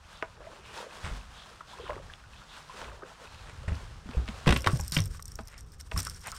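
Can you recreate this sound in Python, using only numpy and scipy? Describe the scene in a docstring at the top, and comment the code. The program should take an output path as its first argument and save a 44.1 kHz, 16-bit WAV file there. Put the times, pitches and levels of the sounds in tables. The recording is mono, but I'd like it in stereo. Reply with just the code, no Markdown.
"""Landing a fish in a small boat

On calm water, heard close by on a stereo microphone pair. An angler in a rustling waterproof suit plays
a fish beside the hull: the taut line rasps in the rod guides, tackle knocks and bubbles plop. The angler
steps back and swings it aboard. The wet fish slaps and thumps on the hollow deck, throwing spray,
and the hard lure in its mouth rattles."""
import sys
import numpy as np
from scipy import signal
from scipy.fft import rfft, irfft
from scipy.io import wavfile
from scipy.ndimage import map_coordinates

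SR = 44100
rng = np.random.default_rng(int(sys.argv[2]) if len(sys.argv) > 2 else 0)


def output_pcm(signal):
    """Save a mono or channel-first signal as 16-bit PCM at the path in sys.argv[1].

    Samples are clipped to [-1, 1] before scaling.
    """
    pcm = np.clip(np.atleast_2d(signal).T, -1, 1) * 32767
    wavfile.write(sys.argv[1], SR, np.round(pcm).astype(np.int16))


N = 281703
TIME = np.arange(N) / SR
AGE = TIME[:SR // 2]   # seconds since the start of one event


def from_db(db):
    """Decibels to amplitude."""
    return 10 ** (np.asarray(db) / 20)


def unit_rms(x):
    """Scale to an RMS of 1."""
    return x / np.sqrt(np.mean(x ** 2) + 1e-20)


def gain_curve(rows):
    """Gain over time from rows of seconds and dB."""
    return from_db(np.interp(TIME, *np.transpose(rows)))


def at_hz(rows, hz):
    """Read a table on a log-frequency axis."""
    row_hz, values = np.transpose(rows)
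    return np.interp(np.log(hz + 1), np.log(row_hz), values)


def shaped(x, gain_at, size=8192):
    """Minimum-phase filter with the given gain against frequency."""
    hz = np.arange(size // 2 + 1) * SR / size
    cepstrum = irfft(np.log(gain_at(hz) + 1e-6))
    fold = np.r_[1, np.full(size // 2 - 1, 2), 1, np.zeros(size // 2 - 1)]
    response = irfft(np.exp(rfft(cepstrum * fold)))
    return signal.oaconvolve(np.atleast_2d(x), response[None], axes=1)[:, :N]


def colour(x, spectrum):
    """Give white input a spectrum with steep skirts, keeping its power."""
    def gain_at(hz):
        skirts = np.minimum(1, hz / spectrum[0][0]) ** 2 / np.maximum(1, hz / spectrum[-1][0]) ** 4
        return unit_rms(from_db(at_hz(spectrum, hz)) * skirts)
    return shaped(x, gain_at)


def drift(per_s):
    """A random wander with an RMS of 1."""
    knots = rng.standard_normal(2048)
    return unit_rms(np.interp(TIME * per_s, np.arange(len(knots)), knots))


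def grains(rough_db):
    """Two white noises whose shared strength jumps every millisecond."""
    sizes = np.repeat(rng.standard_normal(N // 44 + 1), 44)[:N]
    return unit_rms(rng.standard_normal((2, N)) * from_db(rough_db * sizes))


def random_sizes(step_db):
    """Two rows of gains: mostly small, a few up to three steps louder."""
    return from_db(step_db * np.minimum(rng.exponential(1, (2, N)), 3))


def ring(x, hz, t60):
    """One mode: a unit click sets a sine of height 1 ringing."""
    radius, angle = from_db(-60 / (t60 * SR)), 2 * np.pi * hz / SR
    return signal.lfilter([0, np.sin(angle)], [1, -2 * radius * np.cos(angle), radius ** 2], x + 1e-18)


def band(x, hz, q):
    """One resonance; white input keeps its power."""
    radius, angle = np.exp(-np.pi * hz / q / SR), 2 * np.pi * hz / SR
    gain = np.sqrt((1 - radius ** 2) / 2)
    return signal.lfilter([gain, 0, -gain], [1, -2 * radius * np.cos(angle), radius ** 2], x + 1e-18)


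def swell(rise_s, t60):
    """Envelope that grows to 1, then falls 60 dB in t60 seconds."""
    return np.minimum(AGE / rise_s, 1) * from_db(-60 * np.maximum(AGE - rise_s, 0) / t60)


def add(out, start, sound):
    """Mix a sound in at a start time in seconds."""
    i = int(start * SR)
    out[..., i:i + sound.shape[-1]] += sound[..., :N - i]


def bursts(rows, rise_s):
    """Envelope of swells from rows of start, dB and t60."""
    envelope = np.zeros(N)
    for start, db, t60 in rows:
        add(envelope, start, from_db(db) * swell(rise_s, t60))
    return envelope


def calm_after_landing():
    """Gain that quiets suit and water once the fish is aboard."""
    return gain_curve([(4.45, 0), (5.1, -23)])


# Open air around the boat. Each row: frequency in Hz, relative level in dB.
AIR_COLOUR = [(88, -48), (150, 3.5), (291, -21), (871, -14), (1240, -10.5), (1980, -27.5), (4670, -27),
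              (5460, -20), (8730, -36.5), (14200, -50)]
def morning_air(level_db=-63.5):
    """Still morning air lays a faint, steady hush under everything."""
    return from_db(level_db) * colour(rng.standard_normal((2, N)), AIR_COLOUR)


# The hull rocking underfoot. Each row: time in seconds, level in dB.
RUMBLE_LEVELS = [(0, -55.5), (1.3, -55.5), (1.55, -65), (2, -50.5), (2.5, -60.5), (2.9, -49.5), (3.2, -59),
                 (3.55, -49.5), (3.95, -50.5), (4.05, -51.5), (4.6, -44), (5.15, -44.5), (5.35, -49),
                 (5.62, -50.5), (6.39, -47)]
# Its spectrum. Each row: frequency in Hz, relative level in dB.
RUMBLE_COLOUR = [(12, -58), (20, -2.5), (60, 3.5), (130, -6), (200, -18.5), (300, -26), (520, -24),
                 (880, -93)]
def hull_rumble(sway_db=3.5):
    """The rocking hull rumbles unevenly."""
    rocking = from_db(sway_db * drift(per_s=6.9)) * gain_curve(RUMBLE_LEVELS)
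    return rocking * colour(rng.standard_normal((2, N)), RUMBLE_COLOUR)


# The suit moving near the microphones. Each row: time in seconds, relative level in dB.
SUIT_MOTION = [(0, -70), (.13, -60), (.3, -68.5), (.45, -69), (.53, -61), (.62, -67.5), (.8, -51.5),
               (.88, -64), (1.06, -54.5), (1.28, -64), (1.41, -62), (1.56, -61), (1.64, -66.5), (1.71, -60),
               (2.02, -63.5), (2.26, -68), (2.55, -61), (2.64, -63), (2.83, -55.5), (3.02, -68),
               (3.14, -60), (3.36, -61), (3.6, -65.5), (3.76, -58.5), (4.03, -66), (4.26, -58.5),
               (4.44, -59)]
# The cloth's spectrum. Each row: frequency in Hz, relative level in dB.
SUIT_COLOUR = [(120, -17.5), (200, -1), (290, -10), (473, -6.5), (1060, 0.5), (1560, -1.5), (1840, -4.5),
               (2130, -7.5), (3070, -6.5), (8740, -16), (14300, -34), (16000, -36)]
def suit_rustle(gain_db=9, flutter_db=1.56):
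    """Stiff cloth rubs on itself and swishes as the angler moves."""
    motion = gain_curve(SUIT_MOTION) * calm_after_landing()
    flutter = from_db(gain_db + flutter_db * drift(per_s=24))
    return colour(motion * flutter * grains(rough_db=1.5), SUIT_COLOUR)


def suit_crinkles(per_s=14, gain_db=28):
    """Now and then a fold of the stiff suit snaps over with a small tick."""
    snaps = (rng.random((2, N)) < per_s / 2 / SR) * random_sizes(step_db=3)
    snaps *= gain_curve(SUIT_MOTION) * calm_after_landing() * from_db(gain_db)
    return band(snaps[0], hz=2600, q=20) + band(snaps[1], hz=5060, q=7.5) / 2


# Pulls on the line, up at the rod. Each row: start and length in seconds, level in dB, pitch in Hz.
LINE_PULLS = [(0.118, 0.11, -56.5, 3440), (0.598, 0.19, -54, 2520), (1.329, 0.15, -52, 3380),
              (1.667, 0.09, -53, 3500), (1.776, 0.15, -52, 3150), (2.353, 0.064, -57, 3430),
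              (2.472, 0.11, -52, 3520), (3.223, 0.28, -59.5, 3840)]
def line_rasp(q=2.8, rasp_db=3):
    """Taut line slipping over a rod guide gives a raspy hiss that swells with the pull."""
    out = np.zeros(N)
    for start, length, db, hz in LINE_PULLS:
        hiss = band(rng.standard_normal(len(AGE)), hz, q)
        hiss = unit_rms(band(hiss, hz, q))
        pull = np.sin(np.pi * np.minimum(AGE / length, 1))
        add(out, start, from_db(db) * pull * hiss)
    return out * unit_rms(from_db(rasp_db * drift(per_s=530)))


# Hard knocks on deck: tackle and shoes, a hollow clop of water against the hull near 2.8 s, # and the fish
# flopping at 5.4 s and 5.9 s. Each row: start in seconds, level in dB, # centre of the crack in Hz, ring of the
# lids in dB relative to that level.
KNOCKS = [(.225, -20.5, 2230, -3.5), (2.137, -28, 2760, -55), (2.816, -24.5, 1480, -14.5),
          (2.844, -31, 2200, -23), (4.09, -32, 1200, -26), (4.112, -29.5, 2300, -25),
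          (4.279, -24.5, 2400, -17), (4.287, -21.5, 2540, -19.5), (5.389, -23.5, 1450, -9.5),
          (5.918, -22, 1890, -10.5)]
# Modes of the deck lids. Each row: frequency in Hz, relative level in dB, t60 in seconds.
LID_MODES = [(312, -8, 0.03), (448, -7.5, 0.038), (645, -7.5, 0.059), (791, -15, 0.046),
             (1000, -4.5, 0.039), (1234, -10, 0.064), (1484, -2, 0.023), (1990, 6, 0.005)]
def knocks(crack_db=-13, snap_db=6, dull_hz=4200):
    """A hard contact gives a sharp snap and a short crack, and rings the deck lids."""
    cracks, lid_hits = np.zeros((2, N))
    for start, db, hz, lid_db in KNOCKS:
        hit = from_db(crack_db) * swell(0.0001, t60=0.017) * rng.standard_normal(len(AGE))
        hit[0] += from_db(snap_db)
        add(cracks, start, from_db(db) * band(hit, hz, q=1.5))
        add(lid_hits, start, from_db([db + lid_db]))
    lids = sum((-1) ** k * from_db(db) * ring(lid_hits, hz, t60)
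               for k, (hz, db, t60) in enumerate(LID_MODES))
    return signal.sosfilt(signal.butter(2, dull_hz, fs=SR, output="sos"), cracks) + lids


# Surges just over the side. Each row: time of the crest in seconds, relative level in dB.
SURGES = [(.42, -45.5), (.52, -45.5), (0.779, -42.5), (.87, -44.5), (1.08, -46.5), (1.48, -53.5),
          (1.78, -48), (1.896, -35.5), (2.829, -39.5), (3.03, -44), (3.21, -51.5), (3.5, -59), (3.7, -42.5),
          (4.15, -43), (4.33, -50.5)]
# The water's spectrum. Each row: frequency in Hz, relative level in dB.
WATER_COLOUR = [(150, -66), (250, -5), (557, 0), (798, -10.5), (1020, -6), (1680, -12.5), (2210, -19.5),
                (3600, -20), (4000, -85), (5200, -52), (8800, -120)]
def lapping(gain_db=-3, rise_db_per_s=213, fall_db_per_s=126, ripple_db=-92, bubbles_per_s=420):
    """Water stirred by the fish laps at the hull: small bubbles and a wash build fast and ebb slower."""
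    surges = [db - np.maximum(rise_db_per_s * (crest - TIME), fall_db_per_s * (TIME - crest))
              for crest, db in SURGES]
    strength = from_db(gain_db + np.maximum(np.max(surges, axis=0), ripple_db))
    births = (rng.random((2, N)) < bubbles_per_s / SR) * rng.choice([-1, 1], (2, N))
    clicks = births * random_sizes(step_db=6.5)
    pitches_hz = np.geomspace(380, 2600, num=16)
    pitch_index = rng.integers(0, len(pitches_hz), N)
    bubbles = sum(np.sqrt(hz) * band(clicks * (pitch_index == k), hz, q=8)
                  for k, hz in enumerate(pitches_hz))
    wash = 0.94 * rng.standard_normal((2, N))
    water = unit_rms(colour(unit_rms(bubbles) + wash, WATER_COLOUR))
    return strength * calm_after_landing() * water


# Bubbles around the fish, beside the boat. Each row: start in seconds, level in dB, first pitch in Hz.
PLOPS = [(.405, -37, 550), (.469, -34, 640), (.866, -36, 515), (1.607, -31, 1307), (1.61, -30, 1055),
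         (1.733, -30, 960), (1.786, -28, 1040), (1.852, -38, 1070), (1.971, -40, 1020), (1.798, -31.5, 450),
         (1.895, -22, 1030), (1.898, -24.5, 556), (1.931, -27, 1066), (2.099, -34.5, 1610),
         (2.239, -34, 1430), (2.418, -35.5, 1385), (2.572, -34, 1480), (2.696, -31, 1000),
         (2.814, -35, 910), (2.841, -47, 476), (3.022, -33, 1225), (3.216, -37, 510)]
def plops(glide_per_s=2.7, t60_cycles=40):
    """A bubble rings and rises in pitch amid the froth of its own splash; small ones die sooner."""
    out = np.zeros(N)
    for start, db, hz in PLOPS:
        tone = 0.5 * np.sin(2 * np.pi * hz * AGE * (1 + glide_per_s * AGE))
        froth = 0.18 * band(rng.standard_normal(len(AGE)), hz, q=8.8)
        add(out, start, from_db(db) * swell(0.00056, t60_cycles / hz) * (tone + froth))
    return out


# Scuffs down on the deck. Each row: start in seconds, level in dB, rise and t60 in seconds.
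SCUFFS = [(1.031, -39, 0.019, 0.27), (3.459, -47, 0.041, 0.11), (3.677, -37.5, 0.0065, 0.072),
          (4.115, -62, 0.028, 0.24), (5.43, -52.5, 0.14, 0.088), (6.232, -36, 0.049, 0.068)]
# Their spectrum. Each row: frequency in Hz, relative level in dB.
SCUFF_COLOUR = [(120, -63), (200, 6), (288, -16), (554, -0.5), (1920, 4.5), (4260, -11), (4840, -13.5),
                (9000, -11.5), (11700, -60), (19800, -120)]
def carpet_scuffs():
    """Soles and fins drag over the deck carpet in short, gritty strokes."""
    strokes = np.zeros(N)
    for start, db, rise_s, t60 in SCUFFS:
        add(strokes, start, from_db(db) * swell(rise_s, t60))
    return colour(strokes * grains(rough_db=4.5), SCUFF_COLOUR)


# Soft blows on the deck: boots until 4.3 s, then the fish.
# Each row: start in seconds, level in dB, pitch of the struck panel in Hz.
THUMPS = [(1.041, -32.5, 77), (1.064, -38.5, 130), (1.112, -30.5, 45.2), (3.678, -25, 81),
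          (3.717, -24.5, 75), (4.058, -36.5, 200), (4.09, -33.5, 242), (4.169, -20, 60.7),
          (4.288, -30, 216), (4.470, -15, 136.6), (4.478, -14.5, 201), (4.501, -16, 64.4),
          (4.524, -22, 231), (4.556, -27, 124), (4.667, -23, 94), (4.732, -18.5, 126.4), (4.798, -26.5, 79),
          (4.922, -32.5, 151), (4.969, -18.5, 148), (4.999, -22.5, 96), (5.401, -36.5, 219),
          (5.942, -26.5, 57.8), (5.967, -26, 89.6)]
# Modes of the hollow hull and deck. Each row: frequency in Hz, relative level in dB, t60 in seconds.
HULL_MODES = [(60, -12.5, 0.61), (65.7, -22, 1), (101.5, -9, 0.46), (163, 2, 0.13), (210, -14, 0.15),
              (271, -37, .1), (440, -30, .08)]
def deck_thumps(rise_cycles=0.4, t60_cycles=17, contact_s=0.0034, fittings_db=-19):
    """Each blow flexes a panel; its soft push rings the whole hull, and loose fittings shudder."""
    panels, pushes, shudder = np.zeros((3, N))
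    push = AGE * np.exp(-2 * AGE / contact_s)
    for start, db, hz in THUMPS:
        flex = from_db(db) * swell(rise_cycles / hz, t60_cycles / hz)
        add(panels, start, flex * np.sin(2 * np.pi * hz * AGE))
        add(shudder, start, flex)
        add(pushes, start, from_db(db) * push / push.sum())
    hull = sum(from_db(db) * ring(pushes, hz, t60) for hz, db, t60 in HULL_MODES)
    fittings_colour = [(60, 6.5), (200, 8), (450, -4), (1000, -12)]   # Hz, dB
    fittings = colour(shudder * rng.standard_normal(N), fittings_colour)[0]
    return panels + hull + from_db(fittings_db) * fittings


# Spray and sliding skin as the fish thrashes on deck. Each row: time in seconds, relative level in dB.
THRASHING = [(4.46, -57), (4.53, -47), (4.75, -53), (4.8, -44), (4.89, -47.5), (4.95, -32.5), (5.11, -56),
             (5.58, -59.5), (5.7, -66.5), (5.92, -59.5), (5.99, -39), (6.14, -51), (6.39, -47)]
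# The spray's spectrum. Each row: frequency in Hz, relative level in dB.
SPRAY_COLOUR = [(1470, 0.5), (2500, -8), (3690, -6), (3980, -7.5), (5480, -1), (6400, -7.5), (8870, -1),
                (10400, -15.5), (12100, -19), (13100, -15), (15200, -26)]
def spray(gain_db=-5.5, flicker_db=6.3):
    """Fine spray and sliding wet skin hiss unevenly from the moment the fish lands."""
    aboard = TIME > THRASHING[0][0]
    hiss = from_db(gain_db) * gain_curve(THRASHING) * aboard * grains(rough_db=2)
    return colour(hiss * from_db(flicker_db * drift(per_s=46)), SPRAY_COLOUR)


# Body and tail slapping the deck, close by. Each row: start in seconds, level in dB,
# pitch of the cupped air in Hz, its level in dB relative to the slap.
SLAPS = [(4.46, -34.5, 1290, 3.5), (4.468, -27.5, 450, 7.5), (4.474, -19.5, 1090, 0), (4.489, -22, 684, 3),
         (4.505, -19, 2600, -6), (4.523, -21.5, 2030, -2), (4.561, -24, 2960, 2.5), (4.642, -27, 2130, -12),
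         (4.661, -25, 704, -2), (4.67, -23, 1200, 12.5), (4.794, -38.5, 800, 3.5), (4.92, -46.5, 4550, 23),
         (4.965, -22.5, 2890, 0.5), (4.985, -31, 3530, 3), (5.391, -46.5, 880, 9.5),
         (5.913, -40.5, 2600, 3), (5.961, -44.5, 1234, 12.5)]
# The spectrum of skin on deck. Each row: frequency in Hz, relative level in dB.
SLAP_COLOUR = [(150, -23), (250, 3), (381, -3.5), (660, -5.5), (840, -9), (978, -5.5), (1650, -4),
               (2390, -4), (5450, -18), (6130, -18), (14000, -116)]
def wet_slaps(rise_s=0.0025, t60_cycles=24, rings_below_hz=1600, ring_db=-3, hiss_db=-2, spatter_db=-13):
    """Wet skin hits with a crackle, smears along, squeezes out a pocket of air and throws spatter."""
    skin, pockets = np.zeros((2, N))
    crackle = grains(rough_db=3)
    smear = from_db(-17) * swell(rise_s, t60=0.16)
    contact = np.maximum(swell(rise_s, t60=0.022), smear)
    squeeze = 1.25 - 0.5 * np.exp(-AGE / 0.006)   # the pitch rises as the pocket flattens
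    for start, db, hz, pocket_db in SLAPS:
        add(skin, start, from_db(db) * contact)
        pocket = from_db(hiss_db) * band(contact * rng.standard_normal(len(AGE)), hz, q=7)
        if hz < rings_below_hz:   # large pockets ring; small ones just hiss
            tone = np.sin(2 * np.pi * np.cumsum(hz * squeeze) / SR)
            pocket += from_db(ring_db) * swell(rise_s, t60_cycles / hz) * tone
        add(pockets, start, from_db(db + pocket_db) * pocket)
    spatter = from_db(spatter_db) * colour(skin * crackle[1], SPRAY_COLOUR)[0]
    return colour(skin * crackle[0], SLAP_COLOUR)[0] + pockets + spatter


# The flank landing on deck. Each row: start in seconds, level in dB, t60 in seconds.
SMACKS = [(4.466, -29, 0.046), (4.479, -28, 0.32), (4.662, -31.5, 0.24), (4.753, -45.5, 0.16)]
# Its spectrum. Each row: frequency in Hz, relative level in dB.
SMACK_COLOUR = [(200, -4.5), (320, 1), (470, -5), (620, -8.5), (850, -19)]
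def flank_smacks():
    """The fish's full weight comes down with a dull, fleshy burst."""
    return colour(bursts(SMACKS, rise_s=0.0028) * rng.standard_normal(N), SMACK_COLOUR)[0]


# Modes of the hard lure. Each row: frequency in Hz, relative level in dB, t60 in seconds.
LURE_MODES = [(4300, -24, 0.0054), (5464, -1, .012), (5680, -1, 0.0078), (7100, 0, 0.0027),
              (8540, -1.5, 0.0052), (8970, -5, 0.0059), (11850, -7, 0.01), (14200, -9, .005)]
def lure_clink(vary_db=4.5, detune=0.03, pan_db=3, rebound_db=-7, max_rebound_s=0.004):
    """A bead or hook strikes the lure and rebounds; the modes vary in strength and pitch each time."""
    hz, db, t60 = np.transpose(LURE_MODES)[:, :, None]
    strength, tuning, side, polarity = rng.standard_normal((4, len(LURE_MODES), 1))
    age = AGE[:SR // 40]
    decay = from_db(db + vary_db * strength - 60 * age / t60)
    modes = np.sign(polarity) * decay * np.sin(2 * np.pi * hz * (1 + detune * tuning) * age)
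    left_db = pan_db * side * hz / hz.max()   # higher modes stray further from the centre
    strike = np.array([np.sum(modes * from_db(mic_db), axis=0) for mic_db in (left_db, -left_db)])
    lag = int(max_rebound_s * rng.random() * SR)
    rebound = np.pad(strike, ((0, 0), (lag, 0)))[:, :len(age)]
    return strike + from_db(rebound_db) * rebound


# The clearest clicks from the fish's mouth. Each row: start in seconds, relative level in dB.
LURE_CLICKS = [(4.5734, -28.5), (4.6067, -27.5), (4.6201, -26), (4.7279, -30), (4.772, -29), (4.8007, -27),
               (4.81, -21), (4.88, -23), (4.921, -19.5), (4.9404, -23), (4.9496, -29), (4.9762, -22),
               (5.0037, -23), (5.019, -26.5), (5.0396, -30), (5.057, -30), (5.1522, -35), (5.1714, -39),
               (5.2248, -29.5), (5.2557, -31), (5.2806, -32.5), (5.3185, -33), (5.3555, -28.5),
               (5.474, -33), (5.4822, -32.5), (5.5794, -35), (5.6079, -35.5), (5.7196, -40.5),
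               (5.8104, -32), (5.9765, -21.5), (5.99, -19.5), (6.002, -16), (6.0299, -29), (6.0504, -26),
               (6.0703, -24), (6.0978, -22.5), (6.2125, -52), (6.2714, -24), (6.3178, -25)]
def lure_rattle(gain_db=-8, loose_gap_s=0.014, loose_db=9, scatter_db=4, low_cut_hz=3800):
    """The fish shakes the lure; lesser contacts fall between the clicks, harder the more it thrashes."""
    slots = np.arange(LURE_CLICKS[0][0], TIME[-1] - loose_gap_s, loose_gap_s)
    lateness, size = rng.random((len(slots), 2)).T
    loose_starts = slots + lateness * loose_gap_s
    thrashing_db = np.interp(loose_starts, *np.transpose(THRASHING))
    loose_levels = thrashing_db + loose_db + scatter_db * (2 * size - 1)
    out = np.zeros((2, N))
    for start, db in [*LURE_CLICKS, *zip(loose_starts, loose_levels)]:
        add(out, start, from_db(db + gain_db) * lure_clink())
    return signal.sosfilt(signal.butter(4, low_cut_hz, "high", fs=SR, output="sos"), out)


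# Wet pops from the fish's mouth and gills. Each row: start in seconds, level in dB, t60 in seconds.
POPS = [(5.145, -44.5, 0.022), (5.194, -34.5, 0.011), (6.066, -29, 0.015), (6.078, -39, 0.0089),
        (6.319, -41, 0.18)]
def gill_pops():
    """The fish's mouth and gills pop wetly; each small pocket of air rings briefly."""
    return band(bursts(POPS, rise_s=0.0021) * rng.standard_normal(N), hz=1290, q=9.8)


def boat_echo(x, echo_db, t60):
    """Gunwales and console add a brief dull echo, different at each microphone."""
    scatter = rng.standard_normal((2, len(AGE))) * swell(0.0025, t60)
    scatter /= np.sqrt(np.sum(scatter ** 2, axis=1, keepdims=True))
    echo = signal.oaconvolve(x[None], scatter, axes=1)[:, :N]
    tone = [(60, -16), (130, 4.5), (260, -0.5), (600, 10.5), (4000, 2), (12000, -43)]   # Hz, dB
    return x + from_db(echo_db) * shaped(echo, lambda hz: from_db(at_hz(tone, hz)))


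# How alike the two microphones hear diffuse sound. Each row: frequency in Hz, likeness (1 up: near mono).
MIC_LIKENESS = [(60, 1.13), (300, 0.8), (700, 1.1), (1400, .5), (3100, 0.55), (7000, 1.5), (15000, 0)]
def spread(pair):
    """Two unrelated signals become mid and side, with a width that depends on frequency."""
    def side_gain(hz):
        alike = np.clip(at_hz(MIC_LIKENESS, hz), 0, 0.995)
        return np.sqrt((1 - alike) / (1 + alike))
    return pair[0] + shaped(pair[1], side_gain) * [[1], [-1]]


def scene():
    """From aboard: fish and deck sounds with their echoes, over water, spray, cloth and open air."""
    diffuse = lapping() + spray() + morning_air()
    fish = boat_echo(wet_slaps() + flank_smacks() + gill_pops(), echo_db=-13.5, t60=0.041)
    fish += lure_rattle()
    around_boat = deck_thumps() + knocks() + plops() + line_rasp() + suit_crinkles()
    around_boat = boat_echo(around_boat, echo_db=-13, t60=0.16)
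    diffuse += suit_rustle() + carpet_scuffs() + hull_rumble()
    return fish + around_boat + spread(diffuse)


# Balance of the two microphone ports. Each row: frequency in Hz, left minus right in dB.
MIC_BALANCE = [(60, 1.4), (200, 0.5), (380, 1.5), (700, 5), (1300, 3), (2400, 2.5), (4400, 2.5), (8000, -1),
               (13000, -2)]
def record(dry, lag_samples=0.68, cutoff_hz=15800):
    """Each microphone port colours the sound its own way, the left a hair later; the top is cut."""
    left = shaped(dry[0], lambda hz: from_db(at_hz(MIC_BALANCE, hz) / 2))[0]
    right = shaped(dry[1], lambda hz: from_db(-at_hz(MIC_BALANCE, hz) / 2))[0]
    left = map_coordinates(left, [np.arange(N) - lag_samples], order=3)
    top_cut = signal.ellip(10, 0.1, 80, cutoff_hz, fs=SR, output="sos")
    return signal.sosfilt(top_cut, np.vstack([left, right]))


dry = scene()
out = record(dry)
output_pcm(out)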